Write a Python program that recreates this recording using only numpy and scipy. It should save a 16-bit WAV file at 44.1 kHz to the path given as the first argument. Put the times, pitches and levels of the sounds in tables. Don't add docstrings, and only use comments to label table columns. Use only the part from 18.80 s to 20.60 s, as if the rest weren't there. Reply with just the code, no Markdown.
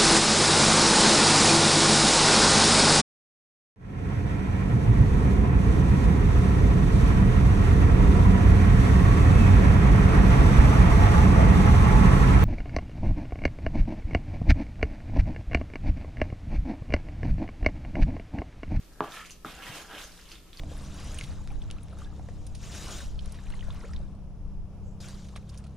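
import sys
import numpy as np
from scipy import signal
from scipy.fft import rfft, irfft, next_fast_len
from scipy.io import wavfile
from scipy.ndimage import uniform_filter1d, map_coordinates

SR = 44100
rng = np.random.default_rng(int(sys.argv[2]) if len(sys.argv) > 2 else 0)


def unload_wav(signal):
    wavfile.write(
        sys.argv[1],
        SR,
        np.round(np.clip(np.atleast_2d(signal).T, -1, 1) * 32767).astype(np.int16),
    )


N = 79380


def amp(db):
    return 10 ** (np.asarray(db) / 20)


def unit_rms(x):
    return x / np.sqrt(np.mean(x ** 2) + 1e-20)


def at_hz(points, hz):
    point_hz, values = np.transpose(points)
    return np.interp(np.log(hz + 1), np.log(point_hz + 1), values)


def curves(rows):
    times_s, *columns = np.transpose(rows)
    return [np.interp(np.arange(N) / SR, times_s, column) for column in columns]


def wobble(knots_per_s):
    return map_coordinates(rng.standard_normal(N // 10), [np.arange(N) * knots_per_s / SR], mode="wrap")


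def filtered(x, gain_at_hz):
    size = next_fast_len(N + SR // 2)
    return irfft(rfft(x, size) * gain_at_hz(np.fft.rfftfreq(size, 1 / SR)), size)[..., :N]


def spread(pair, likeness):
    angle = lambda hz: np.arccos(np.clip(at_hz(likeness, hz), -1, 1)) / 2
    mid, side = filtered(pair, lambda hz: np.array([np.cos(angle(hz)), np.sin(angle(hz))]))
    return np.array([mid + side, mid - side])


def since(start_s):
    return np.maximum(np.arange(N) / SR - start_s, 0)


def decay(t, t60_s):
    return np.exp(-np.log(1000) * t / t60_s)


def ring(start_s, hz, t60_s, rise_s=1e-4):
    t = since(start_s)
    return np.sin(2 * np.pi * hz * t) * decay(t, t60_s) * (1 - np.exp(-t / rise_s))


def bursts(per_s, spread_db=3.4):
    size_db = spread_db * np.minimum(rng.exponential(size=(2, N)), 3)
    fires = rng.random((2, N)) < per_s / SR
    return fires * amp(size_db) * rng.choice([-1, 1], (2, N)) / np.sqrt(per_s)


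# frequency in Hz, T60 in seconds.
ROOM_DECAY = [(150, 0.19), (1000, 0.23), (4000, 0.28), (12000, 0.16)]
# frequency in Hz, left-right likeness (1 is mono).
ROOM_LIKENESS = [(200, 0.95), (1400, 0.91), (2800, 0.76), (5600, 0.44), (10000, 0.064)]


def kitchen(x):
    hz, t, noise = signal.stft(rng.standard_normal((2, SR // 3)), SR, nperseg=256)
    tail = signal.istft(noise * decay(t, at_hz(ROOM_DECAY, hz)[:, None]), SR, nperseg=256)[1]
    tail *= np.arange(tail.shape[1]) / SR > .003
    return reflect(x, tail)


def reflect(x, response):
    pair = signal.fftconvolve(x[None], response / np.linalg.norm(response[0]), axes=1)
    return spread(pair[:, :N], ROOM_LIKENESS)


# frequency in Hz, relative density in dB.
NOISE_SPECTRUM = [(12, -6), (28, -2), (42, -3.5), (60, -6.5), (90, -16), (170, -18), (350, -20), (700, -28),
                  (1600, -38.5), (4000, -35), (14000, -39)]
# frequency in Hz, left-right likeness.
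NOISE_LIKENESS = [(30, 0.85), (200, 0.79), (700, 0.48), (2000, 0.05), (8000, .03)]


def background(noise_db=-51.5, hum_hz=174.2, hum_db=-66.5):
    noise = filtered(rng.standard_normal((2, N)), lambda hz: amp(at_hz(NOISE_SPECTRUM, hz)))
    hum = np.sqrt(2) * np.sin(2 * np.pi * hum_hz * since(0) + .5 * wobble(6.8))
    return amp(noise_db) * unit_rms(spread(noise, NOISE_LIKENESS)) + amp(hum_db) * hum


def squelching(spectrum, level_db, peak_per_s, patchy_db, room_db, flutter_db=1.63):
    per_s = peak_per_s * amp(.8 * (level_db - level_db.max()))
    spectrogram = signal.stft(bursts(per_s), nperseg=256)[2]
    patches = uniform_filter1d(rng.standard_normal(spectrogram.shape[1:]), 4, axis=0)
    patches = unit_rms(uniform_filter1d(patches, 5, axis=1))
    tears = signal.istft(spectrogram * amp(patchy_db * patches), nperseg=256)[1][:, :N]
    tears = filtered(tears, lambda hz: amp(at_hz(spectrum, hz)))
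    flutter = amp(flutter_db * wobble(knots_per_s=70))
    tears = unit_rms(tears * flutter) * amp(level_db)
    room = amp(room_db) * kitchen(tears[0])
    return (spread(tears, ROOM_LIKENESS) + room) / np.hypot(1, amp(room_db))


# time in seconds, then mush, squelch and crackle envelopes in dB.
STROKES = [(0, -71.5, -59.5, -69), (.2, -64.5, -81, -74), (.24, -45.5, -46, -63),
           (.285, -50.5, -60.5, -61.5), (.32, -58, -50, -53.5), (.38, -54.5, -48, -53.5),
           (.435, -63, -59.5, -60), (.46, -69, -49, -54.5), (.49, -75, -63, -69), (.52, -75, -63.5, -52.5),
           (.56, -80, -73.5, -78), (.642, -96, -80, -74), (.655, -49.5, -48, -57), (.73, -55.5, -49.5, -59),
           (.78, -47.5, -53.5, -65), (.84, -52, -47.5, -54.5), (.872, -51.5, -46, -51.5),
           (.92, -49, -46, -54), (.972, -51, -43.5, -48), (1.015, -49.5, -50, -56),
           (1.065, -58.5, -61, -61.5), (1.13, -45, -47.5, -59.5), (1.2, -51, -46, -52),
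           (1.25, -58, -55, -51), (1.29, -59.5, -60.5, -60.5), (1.39, -66, -60.5, -61),
           (1.47, -79.5, -57.5, -66), (1.52, -57.5, -57, -56), (1.6, -78, -69, -73), (1.72, -68, -62, -72),
           (1.75, -57.5, -62.5, -64.5), (1.8, -63.5, -50.5, -59.5)]
# frequency in Hz, relative level in dB.
MUSH_SPECTRUM = [(60, -22), (150, -1), (300, -1), (500, -1.5), (830, 2.5), (1100, -5), (1600, 4.5),
                 (4000, -59)]
SQUELCH_SPECTRUM = [(500, -56), (1000, -0.5), (1270, -4.5), (1750, -6), (2100, -2.5), (2750, -0.5),
                    (3400, -2), (4100, -9), (5500, -20.5), (12000, -16)]
CRACKLE_SPECTRUM = [(2000, -59), (4000, -3), (5000, 1), (5800, -0.5), (6600, 0), (8000, -4.5), (9800, -3.5),
                    (12000, -10), (14500, -14)]


def salad():
    mush_db, squelch_db, crackle_db = curves(STROKES)
    mush = squelching(MUSH_SPECTRUM, mush_db, peak_per_s=1200, patchy_db=3, room_db=1)
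    squelch = squelching(SQUELCH_SPECTRUM, squelch_db, peak_per_s=3000, patchy_db=2.5, room_db=-4)
    crackle = squelching(CRACKLE_SPECTRUM, crackle_db, peak_per_s=6000, patchy_db=2.5, room_db=-6)
    return mush + squelch + amp(2.5) * crackle


# start in seconds, level in dB, clack pitch in Hz, clack T60 in seconds,
# then bowl ring, crack and room in relative dB.
SPOON_KNOCKS = [(.2061, -8, 1050, 0.0073, -25.5, -14, -8), (.6475, -23.5, 1307, 0.016, -23.5, -17, -5.5)]
# frequency in Hz, relative level in dB, T60 in seconds.
BOWL_MODES = [(118.6, -9, 0.22), (162.5, -4.5, 0.16), (271, -2, 0.17), (333, -1.5, .2), (420, 1.5, 0.16),
              (614, 0, 0.14), (683, -10.5, 0.34), (828, -0.5, .17), (942, -17, 0.12), (1170, -2.5, 0.26),
              (1296, -11, 0.13), (1700, -11, 0.13)]


def knocks(thump_db=-13.5, rise_s=.00035, low_cut_hz=160):
    low_cut = signal.butter(2, low_cut_hz, "high", fs=SR, output="sos")
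    out = np.zeros((2, N))
    for start_s, db, clack_hz, clack_t60_s, bowl_db, crack_db, room_db in SPOON_KNOCKS:
        clack = ring(start_s, clack_hz, clack_t60_s, rise_s)
        thump = amp(thump_db) * ring(start_s, hz=364, t60_s=.016, rise_s=rise_s)
        crack = amp(crack_db) * ring(start_s, hz=3050, t60_s=.0014, rise_s=.00007)
        blow = signal.sosfilt(low_cut, clack - thump - crack)
        bowl = sum(amp(mode_db) * rng.choice([-1, 1]) * ring(start_s, hz, t60_s, rise_s=.00067)
                   for hz, mode_db, t60_s in BOWL_MODES)
        out += amp(db) * (blow + amp(bowl_db) * bowl + amp(room_db) * kitchen(blow) + wall_slap(blow))
    return out


def wall_slap(x, delay_s=.0354, width_s=.0048, gain_db=-11.5):
    window = np.exp(-((since(0) - delay_s) / width_s) ** 2)
    return amp(gain_db) * reflect(x, window * rng.standard_normal((2, N)))


# time in seconds, level in dB.
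SCRAPE_ENVELOPE = [(.28, -72), (.33, -48.5), (.365, -45), (.42, -45.5), (.45, -60), (.5, -73)]
# frequency in Hz, relative level in dB, T60 in seconds.
SPOON_MODES = [(1305, -2.5, 0.026), (1760, -5, 0.018), (2230, -8, 0.0074)]


def scrape(room_db=-9.5):
    level_db, = curves(SCRAPE_ENVELOPE)
    spoon = sum(amp(db) * ring(0, hz, t60_s) for hz, db, t60_s in SPOON_MODES)
    slips = np.diff(bursts(per_s=3000)[0])
    rasp = unit_rms(signal.fftconvolve(slips, spoon)[:N]) * amp(level_db)
    return rasp + amp(room_db) * kitchen(rasp)


# start in seconds, level in dB, pitch in Hz, T60 in cycles, snap in relative dB.
AIR_POCKETS = [(.3208, -32.5, 3630, 27, -24), (0.4497, -34, 2320, 12, -15), (0.4566, -34, 2840, 10, -11),
               (0.457, -36, 6200, 13, -16), (0.4956, -38, 9200, 36, -16), (0.4991, -37, 2730, 33, -16),
               (0.5081, -26, 6040, 15, -4.5), (0.6481, -40, 5800, 8.7, -1), (0.7519, -36.5, 7100, 31, -16),
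               (0.8669, -30.5, 1930, 15, -15), (1.1499, -29, 3060, 18, -25), (1.2177, -29.5, 3660, 18, -6),
               (1.2411, -31.5, 6400, 33, -18), (1.321, -36.5, 4640, 16, -8), (1.3768, -34.5, 3700, 9, -8),
               (1.391, -40, 1820, 8.4, -1), (1.4897, -38, 4340, 24, -8), (1.512, -36, 4920, 19, -11),
               (1.5167, -29, 2940, 11, -18), (1.5195, -33, 4680, 26, -8.5), (1.5552, -36.5, 3540, 23, -16),
               (1.7312, -33, 3480, 14, -13), (1.7726, -33, 4520, 24, -10.5), (1.7958, -28, 3400, 17, -22),
               (1.7962, -31, 2150, 12, -25)]


def pops(room_db=-3):
    direct = sum(amp(db) * (ring(start_s, hz, cycles / hz) + amp(snap_db) * snap(start_s))
                 for start_s, db, hz, cycles, snap_db in AIR_POCKETS)
    return direct + amp(room_db) * kitchen(direct)


def snap(start_s, t60_s=.0029, top_hz=7500):
    t = since(start_s)
    burst = (t > 0) * decay(t, t60_s) * rng.standard_normal(N)
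    return filtered(burst, lambda hz: 1 / np.sqrt(1 + (hz / top_hz) ** 4))


# start in seconds, level in dB, pitch in Hz.
LANDINGS = [(0.653, -33.5, 165.6), (0.66, -34.5, 268.5), (0.89, -36, 122), (.899, -34.5, 169),
            (1.531, -51, 328)]


def lumps(room_db=-3):
    thuds = sum(amp(db) * ring(start_s, hz, t60_s=.088, rise_s=.0034) for start_s, db, hz in LANDINGS)
    return thuds + amp(room_db) * kitchen(thuds)


def ticks(from_s=1.1, to_s=1.6, count=14, t60_cycles=14, room_db=-3):
    pitch_draws, size_draws = rng.standard_normal((count, 2)).T
    slots = np.arange(count) + rng.uniform(-.9, 1, count)
    starts_s = from_s + (to_s - from_s) * slots / count
    pitches_hz = 4550 * 2 ** (.7 * np.clip(pitch_draws, -2, 2))
    levels_db = -45.5 + 4 * size_draws
    direct = sum(amp(db) * ring(start_s, hz, t60_cycles / hz)
                 for start_s, hz, db in zip(starts_s, pitches_hz, levels_db))
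    return direct + amp(room_db) * kitchen(direct)


def scene():
    pan_right, pan_left = amp([[-.5], [.5]]), amp([[.5], [-.5]])
    wet = salad() + scrape() + pops() + ticks()
    return wet * pan_right + knocks() + (lumps() + background()) * pan_left


def record(dry):
    top_hz = 14450
    return filtered(dry, lambda hz: hz < top_hz)


dry = scene()
out = record(dry)
unload_wav(out)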